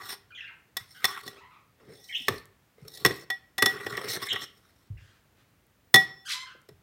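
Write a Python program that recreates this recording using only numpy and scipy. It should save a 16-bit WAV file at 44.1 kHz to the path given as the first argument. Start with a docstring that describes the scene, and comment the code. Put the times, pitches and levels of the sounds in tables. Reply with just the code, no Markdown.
"""A steel spoon stirs thick slime in a plastic tub, close to a phone microphone: noise shaped by tip, wall and
tub makes the drag, and jolts with decaying sines make the knocks and the steel ring. The tub thuds on the table
(sagging sines with a rumble) and the slime gives three thin popping clicks. A pet bird chirps and squawks far
off in a hard-walled room (gliding overtones with echo), over a faint room hum of shaped noise."""
import sys
import numpy as np
from scipy import signal
from scipy.fft import rfft, irfft, next_fast_len
from scipy.io import wavfile
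from scipy.ndimage import uniform_filter1d, map_coordinates

SR = 44100
rng = np.random.default_rng(int(sys.argv[2]) if len(sys.argv) > 2 else 0)


def dump_mix(stems):
    """Bounce the given channels to the path in sys.argv[1] as a 16-bit WAV at rate SR."""
    frames = np.atleast_2d(stems).T  # one column per channel
    limited = np.clip(frames, -1, 1)  # hard clip at full scale
    pcm = np.round(limited * 32767).astype(np.int16)
    wavfile.write(sys.argv[1], SR, pcm)


N = 300762  # samples

# Resonances of the spoon tip under load: f/Hz, width before widening/Hz, relative level/dB
TIP_MODES = [(3860, 320, -1.5), (4370, 150, 1), (5380, 120, 5), (7790, 420, -9), (8680, 260, -3.5),
             (10140, 120, -4.5), (10800, 78, -10), (11940, 250, -5.5), (14000, 1400, -10.5)]
# Resonances of the tub wall: f/Hz, width before widening/Hz, relative level/dB
WALL_MODES = [(734, 46, -11.5), (1129, 59, 2.5), (1410, 120, -2.5), (1906, 88, 2.5), (3420, 190, -9)]
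# Resonances of the tub body and its air: f/Hz, width before widening/Hz, relative level/dB
TUB_MODES = [(120, 26, -2), (246, 54, -8.5), (401, 48.6, 1.5)]
# Free modes of the spoon: f/Hz, relative level/dB, ring time scale/s
STEEL_MODES = [(768, -15.5, .3), (1923, 0, .28), (3488, -13, .24), (4170, -35, .3), (5265, -30, .35),
               (5405, -27, .4), (6460, -33, .14), (7600, -42, .25), (8672, -50, .2), (11035, -44, .25),
               (12315, -33, .12)]
# Strokes along the wall: tub drone over the rasp/dB, lean on the wall (-1..1),
# [t/s, hiss of the sliding tip/dB, rasp of the pressed wall/dB], levels before judder
STROKES = [ (-8.5, -0.1, [(0, -51, -40.5), (.05, -47, -46.5), (.1, -40.5, -41.5), (.145, -43, -44.5),
           (.165, -91, -72), (.24, -86, -84)]), (-11.5, 0.86, [(.8, -61.5, -52), (.85, -65, -66),
           (.92, -58, -74.5), (1.02, -57, -53.5), (1.047, -50.5, -41)]), (-16, 0.53, [(1.075, -45, -38.5),
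           (1.17, -51, -40), (1.22, -59, -59)]), (1.5, -0.2, [(1.225, -56, -61), (1.27, -50, -53),
           (1.31, -56.5, -51.5), (1.4, -75.5, -64)]), (7.5, 0.4, [(1.78, -89, -68), (1.82, -79, -63.5),
           (1.98, -57.5, -68), (2.1, -55.5, -83), (2.284, -51, -70.5)]), (6.5, -0.1, [(2.3, -57, -46),
           (2.36, -51, -54), (2.44, -70, -70)]), (11, 0.7, [(2.78, -76.5, -68), (2.89, -64, -71),
           (2.94, -48, -69), (3.0, -51.5, -66), (3.052, -51.5, -58.5)]), (7, -0.2, [(3.085, -49.5, -40.5),
           (3.13, -51.5, -51.5), (3.2, -52, -66.5), (3.25, -64, -71)]), (-2.5, 0.2, [(3.69, -42.5, -38),
           (3.78, -57, -44), (3.9, -49, -48), (3.955, -54.5, -43), (4.075, -47.5, -44.5),
           (4.095, -31.5, -40.5), (4.15, -32, -36), (4.195, -60.5, -44), (4.23, -37.5, -41.5),
           (4.29, -52, -53), (4.345, -54.5, -43), (4.39, -50, -49.5), (4.44, -42, -40.5),
           (4.465, -68.5, -72.5), (4.88, -76, -80.5)]), ]
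# Bird notes: t/s, length/s, first f/Hz, last f/Hz, relative level/dB, step per overtone/dB, harshness (0..1)
BIRD_NOTES = [(0.305, 0.027, 1570, 1370, -51, -11.5, 0.06), (0.32, .05, 2464, 2470, -51.5, -33, 0.03),
              (0.347, 0.069, 3493, 2650, -46, -22, 0.07), (0.375, 0.026, 2180, 1509, -46, -17, 0.07),
              (0.407, 0.0064, 2840, 2830, -34.5, -27, 0.08), (0.418, 0.0472, 1848, 1604, -46.5, -12, .07),
              (0.439, .07, 2722, 2436, -48, -37, .08), (0.472, 0.037, 2010, 1285, -46.5, -18, .16),
              (0.507, .035, 864, 1026, -57.5, -7.5, 0.08), (0.945, 0.079, 1597, 1464, -53, -7.5, .08),
              (1.367, 0.041, 1270, 1196, -54, -5, 0.07), (1.404, .09, 1017, 994, -52, -8, 0.07),
              (1.503, 0.11, 1216, 1080, -55.5, -8.5, .12), (2.086, 0.033, 3034, 3180, -50, -26, 0),
              (2.092, 0.042, 2308, 1825, -41.5, -24, 0.07), (2.124, 0.034, 3290, 2800, -38, -35, 0.07),
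              (2.147, .025, 2750, 3660, -27.5, -24.5, 0.07), (4.265, 0.04, 2016, 2420, -38, -29, 0.1),
              (4.286, .03, 3687, 3140, -33.5, -15, 0.1), (4.306, 0.021, 3155, 3240, -25, -30, 0.03),
              (4.967, 0.031, 2193, 2112, -56, -17, 0.27), (4.97, 0.24, 1575, 1527, -66, -4, .17),
              (5.36, 0.081, 1584, 1502, -68.5, -4.5, 0.22), (6.249, 0.12, 1388, 1523, -43.5, -3, 0.16),
              (6.276, 0.078, 3503, 3525, -30.5, -10, 0.32), (6.335, 0.128, 1007, 1057, -44, -3, 0.01),
              (6.456, 0.084, 1686, 1347, -50, -7, 0.1)]
# Knocks: t/s, relative level/dB, then treble crack, tub and steel ring relative to it/dB,
# share of the ring time left by the slime
KNOCKS = [(0.7681, -18.5, -1.5, -24.5, -11, 0.26), (1.0434, -8.5, -8.5, -21.5, -6.5, 0.21),
          (1.0514, -11, -3, -24, -15.5, 0.25), (1.266, -38.5, -2.5, -6.5, -10, 0.18),
          (1.278, -33, -1, -4, -2.5, 0.16), (2.2826, -7.5, -11, -9, -10, 0.076),
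          (2.8796, -48, 13, -9.5, -21.5, 0.68), (2.973, -43.5, 7.5, -13.5, -12, 0.074),
          (3.049, 2, -14, -15.5, -17.5, 0.19), (3.06, -8, -6.5, -5.5, -10.5, 0.18),
          (3.1092, -25.5, -17, -18.5, -1.5, 0.093), (3.302, -17, -10, -22, -8.5, 0.63),
          (3.5805, -19, -4, -19.5, -12, 0.38), (3.5855, -20, -10, -22.5, -3, 0.54),
          (3.6228, -2.5, -9, -10, -14.5, 0.35), (3.6589, -9, -3.5, -11, -9.5, 0.76),
          (3.8644, -17, -22.5, -8.5, -14.5, 0.16), (3.9372, -28, -19.5, -3.5, -7.5, 0.088),
          (3.969, -29, -3.5, -12, -17, 0.19), (3.9752, -15.5, -24, -10.5, -14, 0.095),
          (4.2179, -32.5, -6, -2.5, -8, .15), (4.2662, -32, -1.5, -30, -13.5, 0.19),
          (4.3294, -26.5, -2.5, -38, -7.5, 0.17), (4.36, -18.5, -26, -31, -7.5, 0.13),
          (4.4196, -32.5, -8.5, -34, -1, 0.1), (5.9423, -5, -1.5, -6, -3, 0.97),
          (5.9577, -5.5, -6, -11, -15.5, 0.96), (6.6877, -44.5, -3, 4.5, -17, .3)]
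# Tub landing on the table: t/s, relative level/dB, settled f/Hz
THUDS = [(0.8, -47.5, 124), (2.204, -46, 240), (2.299, -30, 122.8), (2.822, -44.5, 129.4),
         (3.058, -31, 119.3), (3.621, -39, 114), (4.902, -30.5, 89), (5.944, -21, 168.6),
         (6.548, -46.5, 485), (6.713, -46.5, 127.4)]
# Tiny dry clicks: t/s, relative level/dB
TICKS = [(2.456, -42.5), (5.668, -47.5), (6.6172, -48.5)]
# Spectrum of the room tone: f/Hz, relative level per Hz/dB
HUM_SPECTRUM = [(25, -31.5), (50, 0), (120, -1.5), (200, -8), (400, -13), (800, -18), (2000, -20),
                (5000, -28), (10000, -31.5), (16000, -29)]
# Reverberation of the room: f/Hz, t60/s
ROOM_DECAY = [(200, .4), (2000, 0.43), (10000, 0.21)]

SLIPS_PER_S, SLIP_DECAY_S, SLIP_DB = 180, 0.0049, -6  # sudden let-goes of the edge; time constant, size over the grit
BEND, WANDER, WANDER_PER_S = .1, .35, 7  # mode shift at full lean (share), wander of the lean, its knots/s
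SING_DB, SING_WIDTH_HZ, SING_SPREAD = 13, 26.04, 0.35  # rubbed steel: drive, line width, share of the level spread
SWAY_S = 1.5e-5  # the moving spoon hastens and delays its ring by about this
BIRD_LOW_HZ = 497  # the bird's throat gives little under this
WARBLE_HZ, WARBLE_DEPTH, WARBLE_ABOVE_DB = 189, 0.063, -30.5  # rate, share of the pitch, note level needed
THUD_CYCLES, RUMBLE_CYCLES, THUD_SAG = 10, 34, 0.18  # cycles to lose 60 dB; share by which the pitch starts high
HUM_DB = -65
TOP_HZ = 15900  # band limit of the phone


def amp(db):
    """Decibels to gain."""
    return 10 ** (np.asarray(db) / 20)


def unit(x):
    """Scaled to rms 1."""
    return x / np.sqrt(np.mean(x ** 2) + 1e-20)


def along(points, hz):
    """Interpolate (Hz, value) points on a log frequency axis."""
    f, value = np.transpose(points)
    return np.interp(np.log(hz + 1), np.log(f + 1), value)


def wobble(rate, size=N):
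    """A smooth random curve, rate knots a second."""
    knots = rng.standard_normal(int(size * rate / SR) + 4)
    return map_coordinates(knots, [np.arange(size) * rate / SR])


def filtered(x, response):
    """x times a complex response of frequency."""
    m = next_fast_len(N + SR // 2)
    spectrum = rfft(x, m) * response(np.fft.rfftfreq(m, 1 / SR))
    return irfft(spectrum, m)[..., :N]


def body(modes, widen):
    """Causal response of a set of resonances with alternating sign."""
    def response(f):
        total = 0
        for k, (centre, width, db) in enumerate(modes):
            damping = 1j * f * width * widen
            total = total + (-1) ** k * amp(db) * damping / (centre * centre - f * f + damping)
        return total
    return response


def add(track, s, sound):
    """Mix a sound into the track at s seconds."""
    part = track[round(s * SR):][:len(sound)]
    part += sound[:len(part)]


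def room(x, delay):
    """The room's answer after delay seconds: noise in which each frequency dies at its own speed."""
    hz, t, z = signal.stft(rng.standard_normal(SR // 2), SR, nperseg=256)
    decay = amp(-60 * t / along(ROOM_DECAY, hz)[:, None])
    tail = signal.istft(z * decay, SR, nperseg=256)[1]
    delayed = np.pad(x, (round(delay * SR), 0))
    return signal.fftconvolve(delayed, tail / np.linalg.norm(tail))[:len(x)]


def patchy(x, depth_db):
    """Random gain patches in time and frequency."""
    z = signal.stft(x, nperseg=256)[2]
    field = uniform_filter1d(rng.standard_normal(z.shape), size=4, axis=-2)
    field = uniform_filter1d(field, size=16, axis=-1)
    return signal.istft(z * amp(depth_db * unit(field)), nperseg=256)[1][..., :N]


def leaning(x, modes, lean, widen):
    """Resonances that slide up and down with the lean, cross-faded between three settings."""
    total = 0
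    for k in (-1, 0, 1):
        share = np.maximum(1 - abs(lean - k), 0)
        total = total + share * filtered(x, lambda f: body(modes, widen)(f / (1 + BEND * k)))
    return unit(total)


def stroke_levels():
    """Gain of tip, wall and tub, and lean, per sample; between strokes the spoon is off the wall."""
    gain, lean, t = np.zeros((3, N)), np.zeros(N), np.arange(N) / SR
    for tub_db, push, stroke in STROKES:
        s, hiss, rasp = np.transpose(stroke)
        curves = (hiss, rasp, rasp + tub_db)  # the tub drones with the wall's rasp
        gain += amp([np.interp(t, s, c, left=-150, right=-150) for c in curves])
        lean[t >= s[0]] = push
    return uniform_filter1d(gain, size=300, axis=1, mode="nearest"), lean


def drag():
    """Stick-slip grit, uneven in size, shakes tip, wall and tub together; the rubbed steel sings on its modes."""
    slips = (rng.random(N) < SLIPS_PER_S / SR) * rng.rayleigh(size=N)
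    slips = signal.fftconvolve(slips, np.exp(-np.arange(SR // 20) / (SLIP_DECAY_S * SR)))[:N]
    judder_db = 0.77 * wobble(35) + 1.6 * wobble(150)  # the edge catches and lets go
    # the contact point wanders, so the favoured modes change
    noise = patchy(rng.standard_normal((3, N)), depth_db=4.0)
    grit = amp(judder_db) * (1 + amp(SLIP_DB) * slips) * noise

    gain, lean = stroke_levels()
    lean = np.clip(lean + WANDER * wobble(WANDER_PER_S), -1, 1)
    tip = unit(filtered(grit[0], body(TIP_MODES, widen=1.7)))
    wall = leaning(grit[1], WALL_MODES, lean, widen=1.0)
    tub = leaning(grit[2], TUB_MODES, lean, widen=1.0)
    gain = gain * amp([[0], [1.6], [1.4]] * wobble(90))  # wall and tub shudder in lumps

    lines = [(hz, SING_WIDTH_HZ, db * SING_SPREAD) for hz, db, _ in STEEL_MODES]
    rubbing = gain[0] * rng.standard_normal(N)
    sing = amp(SING_DB) * filtered(rubbing, body(lines, widen=1.0))
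    return (gain * [tip, wall, tub]).sum(0) + sing


def hum():
    """Steady room tone, shaped noise whose level wavers a little."""
    noise = unit(filtered(rng.standard_normal(N), lambda hz: amp(along(HUM_SPECTRUM, hz))))
    return amp(HUM_DB + 0.6 * wobble(3.0)) * noise


def bird():
    """Gliding notes with overtones; harshness shakes the pitch, the loudest warble; a strong room echo follows."""
    out = np.zeros(N)
    k = np.arange(1, 15)[:, None]  # harmonic number
    for s, length, first_hz, last_hz, db, step_db, harsh in BIRD_NOTES:
        u = np.arange(round(length * SR)) / (length * SR)  # progress through the note, 0..1
        pitch = first_hz + (last_hz - first_hz) * u
        pitch = pitch * (1 + harsh * wobble(450, size=len(u)))
        warble = (db > WARBLE_ABOVE_DB) * np.sin(2 * np.pi * WARBLE_HZ * u * length)
        phase = 2 * np.pi * np.cumsum(pitch * (1 + WARBLE_DEPTH * warble)) / SR
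        overtones = amp(step_db * (k - 1)) * np.sin(k * phase)
        tone = (overtones * (k * first_hz < SR / 3)).sum(0)
        attack = np.minimum(u / (0.033 + 4 * harsh ** 2), 1)  # harsh notes swell more slowly
        add(out, s, amp(db) * attack * (1 - u ** 4) * tone)
    out = filtered(out, lambda hz: (1j * hz / (BIRD_LOW_HZ + 1j * hz)) ** 4)
    return amp(1.5) * out + room(out, .004)


def knocks():
    """Each knock rings the steel, cut short by the slime, and jolts wall, tip and tub with a short burst."""
    ring, jolts, t = np.zeros(N), np.zeros((3, N)), np.arange(SR // 3) / SR
    hz, level, ring_s = np.transpose(STEEL_MODES)[..., None]
    twins = np.sin(2 * np.pi * (hz + 4) * t)  # the handle's modes lie 4 Hz off and beat with the bowl's
    flash = amp(level / 1.6 - 2.5 - 60 * t / 0.047) * (hz > 3000)  # the bowl answers brightly at first
    handle_level = np.minimum(level - 14, -35 + 4 * np.log2(hz / 1900))
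    t_puff = t[:SR // 10]
    puff = amp(-60 * t_puff / np.array([[.03], [.02], [.06]]))  # wall, tip, tub: seconds to lose 60 dB
    puff = puff * (1 - np.exp(-t_puff / 0.0015))
    for s, db, crack_db, tub_db, ring_db, free in KNOCKS:
        chance_db = 0.97 * rng.standard_normal((len(STEEL_MODES), 1))
        spent = t / (ring_s * np.clip(free, .03, 1.5))  # time in units of the ring time
        flutter_db = 2.6 * np.array([wobble(60, size=len(t)) for _ in STEEL_MODES])  # from the grip
        # the handle rings on after the bowl is damped
        handle = amp(handle_level) * amp(-21 * spent + flutter_db) * twins
        modes = np.sin(2 * np.pi * hz * (t + SWAY_S * wobble(71, size=len(t))))
        # fingers and slime close in on the steel, so the ring dies ever faster
        fade = amp(level - 90.5 * spent * np.sqrt(spent)) + amp(crack_db + 11.0) * flash
        steel = (amp(chance_db) * (fade * modes + handle)).sum(0)
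        add(ring, s, amp(db + ring_db) * steel)
        bursts = rng.standard_normal(puff.shape) * puff
        gains_db = (db + 6.0, db + crack_db + 13.5, db + tub_db + 17.5)
        for track, burst, gain_db in zip(jolts, bursts, gains_db):
            add(track, s, amp(gain_db) * burst)
    wall = filtered(jolts[0], body(WALL_MODES, widen=3))
    tip = filtered(jolts[1], body(TIP_MODES, widen=1.6))
    tub = filtered(jolts[2], body(TUB_MODES, widen=1.5))
    return ring, wall + tip + tub


def thuds():
    """The tub rocks and lands on the table top, a short sagging push with a longer rumble."""
    out, t = np.zeros(N), np.arange(SR // 3) / SR
    for s, db, hz in THUDS:
        rumble = unit(np.gradient(wobble(2.6 * hz, size=len(t))))
        phase = 2 * np.pi * hz * np.cumsum(1 + THUD_SAG * np.exp(-t * hz / 1.5)) / SR
        push = amp(-60 * t * hz / THUD_CYCLES) * np.sin(phase)
        push = push + .3 * amp(-60 * t * hz / RUMBLE_CYCLES) * rumble
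        onset = 1 - np.exp(-t / 0.0052)
        add(out, s, amp(db + 6.5) * onset * push)
    return out


def ticks():
    """Thin clicks with no body: differenced noise that dies within 2 ms."""
    out, t = np.zeros(N), np.arange(200) / SR
    for s, db in TICKS:
        noise = np.diff(rng.standard_normal(len(t) + 1))
        add(out, s, amp(db + 0.5 - 60 * t / 0.0019) * noise)
    return out


def scene():
    """Up close, the tub is heard with some room, the thin spoon with less; the far bird brings its own."""
    ring, shells = knocks()
    tub = drag() + shells + thuds() + ticks()
    echo = room(amp(-14.0) * tub + amp(-20.5) * ring, 0.0064)
    return (tub + ring + echo + bird() + hum())[None]


def record(dry):
    """The phone drops the deepest bass, rounds off the loudest peaks and keeps nothing above its band limit."""
    thin = filtered(dry, lambda hz: (1j * hz / (40 + 1j * hz)) ** 3)
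    soft = thin / (1 + np.abs(thin / .95) ** 6) ** (1 / 6)
    return filtered(soft, lambda hz: hz < TOP_HZ)


dry = scene()
out = record(dry)
dump_mix(out)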